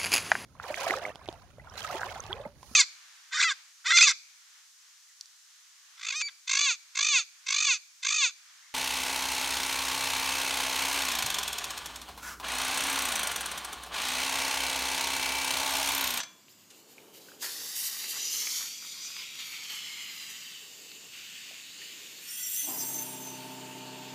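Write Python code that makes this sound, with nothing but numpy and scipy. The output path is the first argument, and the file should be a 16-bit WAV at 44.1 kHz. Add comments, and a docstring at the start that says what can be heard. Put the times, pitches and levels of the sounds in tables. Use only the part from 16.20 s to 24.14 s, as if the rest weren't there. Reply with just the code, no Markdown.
"""Air hose on a steel cylinder

A coupler snaps onto the cylinder's valve with a crack and a steel ring. Air leaks and spits at the
seal, combed by a moving echo, while a hand rubs the hose and knocks the fittings. The lever is
squeezed, air whistles through the valve, and a piston compressor starts up across the workshop."""
import sys
import numpy as np
from scipy import signal
from scipy.fft import rfft, irfft, next_fast_len
from scipy.io import wavfile
from scipy.ndimage import uniform_filter1d, map_coordinates

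SR = 44100
rng = np.random.default_rng(int(sys.argv[2]) if len(sys.argv) > 2 else 0)


def dump_mix(stems):
    """Bounce the given channels to the path in sys.argv[1] as a 16-bit WAV at rate SR."""
    frames = np.atleast_2d(stems).T  # one column per channel
    limited = np.clip(frames, -1, 1)  # hard clip at full scale
    pcm = np.round(limited * 32767).astype(np.int16)
    wavfile.write(sys.argv[1], SR, pcm)


N = 350242
T = np.arange(N) / SR


def amp(db):
    """Decibels to gain."""
    return np.exp(np.asarray(db) * np.log(10) / 20)


def unit(x):
    """Scaled to rms 1."""
    return x / np.sqrt(np.mean(x ** 2) + 1e-20)


def along(points, hz):
    """(Hz, value) points read on a log axis."""
    point_hz, values = np.transpose(points)
    return np.interp(np.log(hz + 1), np.log(point_hz + 1), values)


def curves(rows, outside=None):
    """One value per sample for each column after the time."""
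    times, *columns = np.transpose(rows)
    return [np.interp(T, times, column, outside, outside) for column in columns]


def wobble(rate_hz):
    """Smooth random curve, rate_hz knots a second."""
    knots = rng.standard_normal(int(N * rate_hz / SR) + 4)
    fine = signal.resample_poly(knots, 10, 1)
    return np.interp(T * rate_hz * 10, np.arange(len(fine)), fine)


def filtered(x, response):
    """x through a frequency response."""
    size = next_fast_len(N + SR // 2)
    return irfft(rfft(x, size) * response(np.fft.rfftfreq(size, 1 / SR)), size)[:N]


def noise(spectrum):
    """Noise coloured by (Hz, dB) points, rms 1."""
    return unit(filtered(rng.standard_normal(N), lambda hz: amp(along(spectrum, hz))))


def blown(modes):
    """Turbulence ringing in (Hz, half-width in Hz, dB) resonances, rms 1."""
    def response(f):
        return np.sqrt(sum((amp(db) / (1 + ((f - hz) / width) ** 2)) ** 2 for hz, width, db in modes))
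    return unit(filtered(rng.standard_normal(N), response))


def burst(start, length, attack_s, t60_s):
    """Gain that rises at start, holds until start + length and dies away."""
    gain = np.zeros(N)
    live = (T > start) & (T < start + length + 2 * t60_s)
    t = T[live] - start
    gain[live] = np.minimum(t / attack_s, 1) * amp(-60 * np.maximum(t - length, 0) / t60_s)
    return gain


def bursts(rows, attack_s, t60_s):
    """Joint gain of (start, length, dB) bursts."""
    return np.sqrt(sum((amp(db) * burst(s, length, attack_s, t60_s)) ** 2 for s, length, db in rows))


def swell(start, length):
    """One arch from 0 to 1 and back."""
    return np.sin(np.pi * np.clip((T - start) / length, 0, 1))


def patchy(x, depth_db, size):
    """Patches of random gain, size = (bands of 86 Hz, steps of 6 ms)."""
    spectra = signal.stft(x, nperseg=512)[2]
    field = rng.standard_normal(spectra.shape)
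    for axis in (0, 1, 0, 1):
        field = uniform_filter1d(field, size[axis], axis)
    gain = unit(amp(depth_db * unit(field)))
    return signal.istft(spectra * gain, nperseg=512)[1][:N]


# Room tone and rubbing spectra. Each row: frequency in Hz, relative density in dB.
ROOM_TONE_SPECTRUM = [(25, -40), (62, -29), (95, -11.5), (130, -6), (180, -2), (290, -3), (400, -7.5),
                      (700, -13), (1100, -11), (1800, -16.5), (3000, -38), (8000, -62)]
RUB_SPECTRUM = [(50, -70), (120, -35), (260, -8.5), (430, -1.5), (600, -11.5), (900, -13.5), (1600, -25)]
# Rubs. Each row: start in seconds, length in seconds, relative level in dB.
HAND_RUBS = [(.5, 0.28, -60), (.75, 0.71, -55.5), (1.8, 0.42, -60), (4.4, 0.46, -61), (5.25, 0.058, -63),
             (5.57, 0.44, -61)]


def background(floor_db=-66, mains_db=-83, rub_db=-2):
    """Room tone, a faint mains hum and the dull rubbing of hand and hose."""
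    mains = np.sqrt(2) * np.sin(2 * np.pi * 100 * T)
    rubbing = bursts(HAND_RUBS, attack_s=0.025, t60_s=0.43) * noise(RUB_SPECTRUM)
    return amp(floor_db) * noise(ROOM_TONE_SPECTRUM) + amp(mains_db) * mains + amp(rub_db) * rubbing


# Sleeve blows. Each row: start in seconds, relative level in dB, crack T60 in seconds.
SLEEVE_BLOWS = [(.002, -23, 0.071), (0.033, -27.5, 0.043)]
# Steel ring. Each row: frequency in Hz, relative level in dB, T60 in seconds.
STEEL_MODES = [(1030, -32, 0.93), (2360, -19.5, 0.41), (3398, -13.5, 0.47), (3500, -20, 0.54),
               (3736, -23, .3), (6080, -1, 0.22), (6165, -12, 0.16), (8511, -23, .1)]
# Crack. Each row: frequency in Hz, relative density in dB.
CRACK_SPECTRUM = [(100, -47), (250, -15), (450, -21), (620, -2.5), (900, -7.5), (1300, -2), (1850, -4.5),
                  (2500, -8.5), (3100, 0), (4500, -4.5), (6000, -7), (7500, -7.5), (9500, -23),
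                  (15000, -27)]
# Squeak. Each row: time in seconds, pitch in Hz, level in dB.
SEAL_SQUEAK = [(.285, 3500, -70), (.3, 4300, -59), (.316, 5500, -59), (.33, 5600, -78)]


def sleeve(ring_db=-11, crack_db=-5.0):
    """The locking sleeve snaps home in two ringing blows; the rubber seal squeaks as it seats."""
    snaps = np.zeros(N)
    t = np.arange(SR // 2) / SR
    grit = noise(CRACK_SPECTRUM)
    for start_s, db, crack_t60 in SLEEVE_BLOWS:
        start = round(start_s * SR)
        ring = sum(amp(level + rng.normal(0, 1) - 60 * t / t60) * np.sin(2 * np.pi * hz * t)
                   for hz, level, t60 in STEEL_MODES)
        crack = grit[start:][:len(t)] * amp(-60 * t / crack_t60)
        snaps[start:][:len(t)] += amp(db) * (amp(ring_db) * ring + amp(crack_db) * crack)
    squeak_hz, squeak_db = curves(SEAL_SQUEAK, outside=-120)
    squeak = amp(squeak_db + 2.2 * wobble(460)) * np.sin(2 * np.pi * np.cumsum(squeak_hz) / SR)
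    return snaps + squeak


# Steady leak. Each row: time in seconds, relative flow in dB, brightness in dB.
LEAK_FLOW = [(0, -63.5, 2), (1.185, -64, 0), (1.225, -40, 7.5), (1.5, -41, 10.5), (1.82, -41, 2.5),
             (2.15, -39, 3.5), (2.4, -36.5, 7.5), (2.57, -45, 5.5), (2.85, -43.5, 5), (3.1, -48, -2.5),
             (3.65, -45.5, -5.5), (4.33, -49.5, -4.5), (4.42, -51.5, -2), (4.9, -52.5, -3),
             (4.96, -49.5, -6), (5.5, -51, -6.5), (6, -52, -3.5), (7.94, -52, -5)]
# Extra air. Each row: start in seconds, length in seconds, relative level in dB, treble tilt in dB.
SEAL_SPURTS = [(.28, .04, -63.5, 5), (0.367, 0.079, -66, 2), (0.493, 0.017, -59, -5),
               (.53, 0.072, -62.5, 1), (0.674, 0.052, -60.5, 3), (0.928, .05, -55, 2),
               (0.993, 0.15, -59.5, 1.5), (1.205, 0.055, -43.5, 2.5), (1.546, 0.13, -39.5, 7.5),
               (1.697, 0.15, -52, 11.5), (1.874, 0.034, -41, 6.5), (2.094, 0.13, -46, 7.5),
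               (2.977, 0.053, -49, -7), (3.135, .02, -48, -2), (3.175, 0.033, -46.5, -4.5),
               (3.216, 0.14, -56.5, 5), (3.311, .03, -54.5, -13), (3.48, 0.071, -45, -3),
               (3.9, .18, -67, 13), (4.083, .02, -48, 1), (5.603, 0.82, -53.5, -2.5)]
SPURT_ATTACK_S, SPURT_T60_S = 0.019, 0.19


def leak_gains(rush_db=-2.5, spray_db=-4.5, spray_slope=0.39, spurt_side_db=-1.5):
    """Gains of low rush, mid jet and high spray: a brighter leak trades rush for spray."""
    flow_db, bright_db = curves(LEAK_FLOW)
    thumb_db = -5.5 * swell(2.33, 0.92)  # the thumb covers the coupler and shades the spray
    power = amp([flow_db + rush_db - bright_db,
                 flow_db,
                 flow_db + spray_db + spray_slope * bright_db + thumb_db]) ** 2
    for start, length, db, tilt_db in SEAL_SPURTS:
        shares = amp([db + spurt_side_db - tilt_db, db, db + spurt_side_db + tilt_db])
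        power += np.outer(shares ** 2, burst(start, length, SPURT_ATTACK_S, SPURT_T60_S) ** 2)
    return np.sqrt(power)


# Seal gap. Each row: time in seconds, opening from 0 (tight) to 1 (wide).
SEAL_GAP = [(1.19, .15), (1.25, 0.81), (3.2, 0.8), (3.7, 0.65), (4.15, .05)]
# Leak spectra. Each row: frequency in Hz, relative density in dB.
WIDE_RUSH = [(600, -30.5), (1500, -15), (2000, -6.5), (2450, -3), (2850, 0), (3200, -1.5), (3600, -6),
             (4300, -6.5), (5200, -12), (7000, -38)]
WIDE_JET = [(1500, -38), (3200, -6), (4600, 1), (5500, 0.5), (6200, -1), (7200, -5), (8000, -10),
            (9200, -17), (12000, -34)]
WIDE_SPRAY = [(4000, -38), (8000, -0.5), (9000, -2), (10200, -1.5), (11500, 0.5), (13000, 1.5), (14200, -7),
              (15300, -2.5)]
TIGHT_RUSH = [(600, -35.5), (1400, -15.5), (1850, -9.5), (2130, -9), (2400, -4), (2930, 0.5), (3250, -3.5),
              (3600, -6.5), (4400, -7), (5200, -13), (7000, -29.5)]
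TIGHT_JET = [(2000, -22.5), (3600, -8.5), (4800, -2.5), (5600, -4.5), (6400, 0), (7000, 1.5), (8000, -3.5),
             (9000, -13), (12000, -25)]
TIGHT_SPRAY = [(4000, -35), (8000, -6.5), (9200, 1.5), (10400, -4.5), (12200, 1.5), (13000, 1),
               (14200, 5.5), (15300, -1)]
SPIT_SPECTRUM = [(80, -60), (300, -11), (700, -11.5), (1100, -2.5), (1500, -0.5), (2000, 1.5), (3000, -28)]
# Seal edge. Each row: frequency in Hz, half-width in Hz, relative level in dB.
EDGE_MODES = [(5960, 560, 2), (7160, 250, -6)]
# Edge rings and sputters. Each row: start in seconds, length in seconds, relative level in dB.
EDGE_RINGS = [(1.887, 0.61, -35.5), (2.793, 0.11, -41)]
SEAL_SPUTTERS = [(1.215, 0.049, -42.5), (1.29, 0.55, -54), (1.825, 0.023, -53), (1.92, 0.044, -47.5),
                 (2.12, 0.25, -54.5), (2.37, 0.074, -51.5), (2.6, 0.051, -63), (2.73, .3, -60),
                 (3.14, 0.41, -60.5), (3.485, 0.05, -53.5), (3.56, 0.65, -68)]


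def leak(flutter_db=0.65, grain_db=0.8, sputter_db=2.5, drift_db=0.3, spit_db=-1, swirl_db=1.3):
    """The seal weeps, bursts open and is worked tighter; the jet spits and rings on its edge."""
    gap = curves(SEAL_GAP)[0]
    colours = [(WIDE_RUSH, TIGHT_RUSH), (WIDE_JET, TIGHT_JET), (WIDE_SPRAY, TIGHT_SPRAY)]
    air = np.zeros(N)
    for gain, (wide, tight) in zip(leak_gains(), colours):
        drift = amp(drift_db * gap * wobble(24.85))
        air += gain * drift * (np.sqrt(gap) * noise(wide) + np.sqrt(1 - gap) * noise(tight))
    air = patchy(air, swirl_db, size=(5, 20))
    air += sum(amp(db) * swell(start, length) for start, length, db in EDGE_RINGS) * blown(EDGE_MODES)
    unrest = .35 + .65 * gap  # a tight seal hisses more evenly
    air *= amp(unrest * (flutter_db * wobble(45) + grain_db * wobble(700)))
    spit = unit(noise(SPIT_SPECTRUM) * amp(sputter_db * wobble(170)))
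    return air + amp(spit_db) * bursts(SEAL_SPUTTERS, SPURT_ATTACK_S, SPURT_T60_S) * spit


# Echo path. Each row: time in seconds, base delay in ms, gain.
ECHO_PATH = [(.5, 1.48, .2), (1.6, 1.08, .28), (2, 1.05, .4), (2.45, .9, .42), (2.95, .84, .42),
             (3.8, 1.0, .4), (4.3, 1.08, .4), (4.6, 1.15, .12)]


def moving_echo(air, cutoff_hz=9000):
    """A nearby surface combs the hiss; longer paths add finer, drifting ripples."""
    delay_ms, gain = curves(ECHO_PATH)

    def delayed(x, path_ratio):
        return map_coordinates(x, [np.arange(N) - path_ratio * delay_ms * SR / 1000], order=2)

    dulled = filtered(air, lambda hz: 1 / (1 + (hz / cutoff_hz) ** 4))  # treble scatters away
    clutter = sum(delayed(air, path_ratio) for path_ratio in (2.4, 4.3, 7.1)) / 2
    return air + gain * (delayed(dulled, 0.97) + clutter)


# Knocks. Each row: start in seconds, relative level in dB, centre in Hz, half-width in Hz,
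# T60 in seconds.
FITTING_KNOCKS = [(.283, -47, 2900, 700, .02), (.503, -47.5, 5400, 4400, 0.087),
                  (.782, -38.5, 2430, 190, 0.02), (.803, -52, 3600, 700, .025),
                  (.822, -54, 2230, 600, .025), (1.085, -43, 1550, 180, .03),
                  (1.117, -42.5, 1500, 200, 0.025), (1.843, -35, 1900, 600, .02),
                  (1.966, -39, 1100, 510, .03), (2.272, -26.5, 2220, 150, 0.023),
                  (2.416, -42, 1150, 230, 0.033), (2.625, -43.5, 1300, 250, 0.021),
                  (2.648, -41, 1250, 220, 0.018), (2.77, -53, 1070, 25, 0.22), (2.85, -46, 1300, 270, .015),
                  (2.902, -42.5, 1200, 300, .015), (2.966, -30, 2220, 2600, 0.012),
                  (2.968, -59, 1025, 8.2, 0.55), (4.717, -35, 3500, 2200, 0.015),
                  (5.309, -48.5, 664, 56, 0.051), (5.617, -39, 1880, 150, .04)]


def fittings(gain_db=-4):
    """Fittings and cylinder knock in the hand, which damps most of them at once."""
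    knocks = np.zeros(N)
    t = np.arange(SR // 2) / SR
    f = np.fft.rfftfreq(len(t), 1 / SR)
    for start, db, hz, width, t60 in FITTING_KNOCKS:
        shape = np.minimum(f / hz, 1) / (1 + ((f - hz) / width) ** 2)  # small parts radiate no bass
        body = irfft(rfft(rng.standard_normal(len(t))) * shape, len(t))
        fade = amp(-60 * t / t60)
        knock = unit(body * fade) * np.sqrt(np.mean(fade ** 2))
        knocks[round(start * SR):][:len(t)] += amp(db + gain_db) * knock
    return knocks


# Valve hiss. Each row: frequency in Hz, relative density in dB.
VALVE_SPECTRUM = [(100, -70), (1200, -41), (2500, -24), (4500, -8), (6600, -10), (8500, 1), (10000, -8),
                  (12000, 1), (14000, 6), (15300, -8)]
# Valve cavities and dip tube. Each row: nominal pitch in Hz, half-width in Hz, relative level in dB.
CAVITY_MODES = [(5000, 26, -5), (6600, 26, -18), (6960, 90, -2.5), (7445, 31, 9.5), (8060, 90, -7),
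                (8630, 40, 0.5), (8320, 40, 0.5), (8530, 35, 4.5), (9340, 69, 0.5), (9580, 26, 8.5),
                (10300, 110, -4), (10600, 46, -2), (11200, 55, -9), (11300, 68, -1.5), (12100, 61, -3),
                (12600, 54, -2), (13700, 52, 5), (13930, 32, 6), (14500, 62, -22), (14760, 48, 5),
                (15190, 70, -1)]
TUBE_MODES = [(1480, 18, -16), (1998, 18.4, -4), (3324, 7, 3), (3540, 14, -8)]
# Whistles. Each row: nominal pitch in Hz, half-width in Hz.
WHISTLE_MODES = [(5670, 32), (6130, 93)]
# Tones catching. Each row: start and length in seconds, then relative levels in dB of tube,
# lower whistle and upper whistle.
TONE_CATCHES = [(6.05, 0.13, -51.5, -46, -50), (6.15, 0.17, -44.5, -47.5, -54),
                (6.208, 0.065, -59, -40, -45), (6.348, .115, -49, -54, -32), (6.429, 0.078, -55, -45, -56),
                (6.568, 0.098, -60, -48, -36), (6.719, .12, -72, -58, -33.5), (6.987, .2, -80, -62, -43.5)]
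# Side tones. Each row: start and length in seconds, nominal pitch in Hz, relative level in dB.
VALVE_SQUEALS = [(6.2, .1, 5960, -49), (6.476, 0.11, 4950, -49), (6.574, 0.075, 5000, -46),
                 (6.6, 0.063, 4620, -52), (6.64, 0.12, 6460, -41)]
LEVER_S, OPENING_S, FULL_S = 5.985, 0.38, 6.76
SAG_DB_PER_S, DYING_DB_PER_S = 10, 23.5
SETTLED_PITCH_RATIO, FLAT_SHARE, SETTLE_S = 1.007, .068, .17


def valve(flow_db=-31.5, hiss_db=-4, cavity_db=-3.5, tone_dbs=(-26.5, -14, -11), break_db=1.1):
    """Air sings in the valve and its tube, flat at first; the flow sags as the cylinder fills."""
    t = np.maximum(T - LEVER_S, 0)
    sag_db = SAG_DB_PER_S * np.maximum(t - OPENING_S, 0)
    dying_db = DYING_DB_PER_S * np.maximum(T - FULL_S, 0)
    flow = np.minimum(t / OPENING_S, 1) * amp(-sag_db - dying_db)
    pitch_ratio = SETTLED_PITCH_RATIO - FLAT_SHARE * np.exp(-t / SETTLE_S) + .002 * wobble(16)
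    position = np.cumsum(pitch_ratio)

    def sing(modes):
        return map_coordinates(blown(modes), [position], mode="wrap")

    hiss = amp(hiss_db) * flow ** 1.3 * noise(VALVE_SPECTRUM)
    ringing = amp(cavity_db) * flow ** 0.85 * sing(CAVITY_MODES)  # sounds first, lasts longest
    air = amp(flow_db) * patchy(hiss + ringing, depth_db=3.0, size=(3, 10))
    tones = [TUBE_MODES] + [[(hz, width, 0)] for hz, width in WHISTLE_MODES]
    catches = sum(np.outer(amp(dbs), swell(start, length)) for start, length, *dbs in TONE_CATCHES)
    for modes, tone_db, catch in zip(tones, tone_dbs, catches):
        steady = flow * amp(flow_db + tone_db)
        air += np.hypot(steady, catch) * amp(break_db * wobble(30)) * sing(modes)
    for start, length, hz, db in VALVE_SQUEALS:
        air += amp(db) * swell(start, length) * np.sin(2 * np.pi * hz * position / SR)
    flicker = amp(0.53 * wobble(25))
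    return air * flicker


# Hum. Each row: crank multiple (rounded when played), relative level in dB, throb depth from 0 to 1.
HUM_PARTIALS = [(6, -79, 0.1), (8.26, -56, 0.03), (10, -63.5, 0.1), (12.1, -59, 0.04), (16.3, -51, 0.17),
                (19.8, -69, 0.4), (21.94, -64, 0), (24.45, -58, 0.1), (26.55, -65, 0.1), (30.2, -68, 0.2),
                (38.35, -57.5, 0), (47.4, -67, 0.1), (54.56, -51, 0.46), (58, -67, 0.7), (62, -68, 0.3),
                (70.3, -70, 0.1)]
# Clatter. Each row: frequency in Hz, relative density in dB.
CLATTER_SPECTRUM = [(30, -55), (70, -35), (130, -0.5), (220, -8), (290, 6.5), (420, 1.5), (530, -6.5),
                    (650, 1.5), (780, -0.5), (920, 4), (1100, -5.5), (1600, -5), (2500, -14), (5000, -30)]
# Frame. Each row: frequency in Hz, half-width in Hz, relative level in dB.
FRAME_MODES = [(287, 31, -5), (632, 28, -14), (772, 18, -4.5), (884, 26, -10), (1022, 30, -9.5)]
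# Starting jolts. Each row: start in seconds, level in dB.
FRAME_JOLTS = [(6.42, -53.5), (6.469, -38.5)]
PUMP_START_S, HUM_RISE_S, CRANK_HZ = 6.47, 0.16, 16.22
CLATTER_RISE_S, STRAIN_DB, STRAIN_S = .03, 4.5, 0.16
JOLT_ATTACK_S, JOLT_T60_S = 0.021, 0.42


def compressor(hum_db=-1.16, clatter_db=-52, motor_share=0.3, clatter_throb=0.051):
    """The pump jolts, clatters hardest at first, hums on crank multiples and throbs once a stroke."""
    t = np.maximum(T - PUMP_START_S, 0)
    crank = 2 * np.pi * CRANK_HZ * (T - 7.502) + .005 * wobble(6)
    stroke = np.cos(crank)
    motor_turn = -np.cos(3 * crank)  # the belt gives three motor turns to a stroke
    hum = np.zeros(N)
    for order, db, throb in HUM_PARTIALS:
        pulsing = (1 + throb * stroke) * (1 + throb * motor_share * motor_turn)
        tone = np.sin(round(order) * crank + rng.uniform(0, 2 * np.pi))
        hum += amp(db) * unit(pulsing * tone)
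    hum *= 1 - np.exp(-t / HUM_RISE_S)
    clatter = noise(CLATTER_SPECTRUM) * (1 + clatter_throb * (stroke + motor_turn))
    effort = np.minimum(t / CLATTER_RISE_S, 1) * amp(STRAIN_DB * np.exp(-t / STRAIN_S))
    jolts = [(start, JOLT_ATTACK_S, db) for start, db in FRAME_JOLTS]
    shudder = bursts(jolts, JOLT_ATTACK_S, JOLT_T60_S) * blown(FRAME_MODES)
    return amp(hum_db) * hum + amp(clatter_db) * effort * clatter + shudder


# Room decay. Each row: frequency in Hz, T60 in seconds.
WORKSHOP_DECAY = [(200, 0.72), (2000, 0.4), (12000, 0.2)]


def room(x):
    """The cluttered workshop answers with a short tail."""
    hz, t, spectra = signal.stft(rng.standard_normal(SR // 2), SR, nperseg=256)
    decay = amp(-60 * t / along(WORKSHOP_DECAY, hz)[:, None])
    tail = signal.istft(spectra * decay, SR, nperseg=256)[1]
    return signal.fftconvolve(x, tail / np.linalg.norm(tail))[:N]


def scene(knock_wet_db=-11, leak_wet_db=-11, valve_wet_db=-6.0, leak_db=-.8, valve_db=-2.05):
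    """Close knocks and air with some room, plus compressor and background, in mono."""
    knocks = sleeve() + fittings()
    hiss = amp(leak_db) * moving_echo(leak())
    whistle = amp(valve_db) * valve()
    tail = room(amp(knock_wet_db) * knocks + amp(leak_wet_db) * hiss + amp(valve_wet_db) * whistle)
    mono = knocks + hiss + whistle + tail + compressor() + background()
    return np.array([mono, mono])


def record(dry, low_cut_hz=75, top_hz=15330):
    """Rolls off the deep bass and removes everything above top_hz."""
    def response(hz):
        return (hz < top_hz) * hz ** 2 / np.sqrt(hz ** 4 + low_cut_hz ** 4)
    return np.array([filtered(channel, response) for channel in dry])


dry = scene()
out = record(dry)
dump_mix(out)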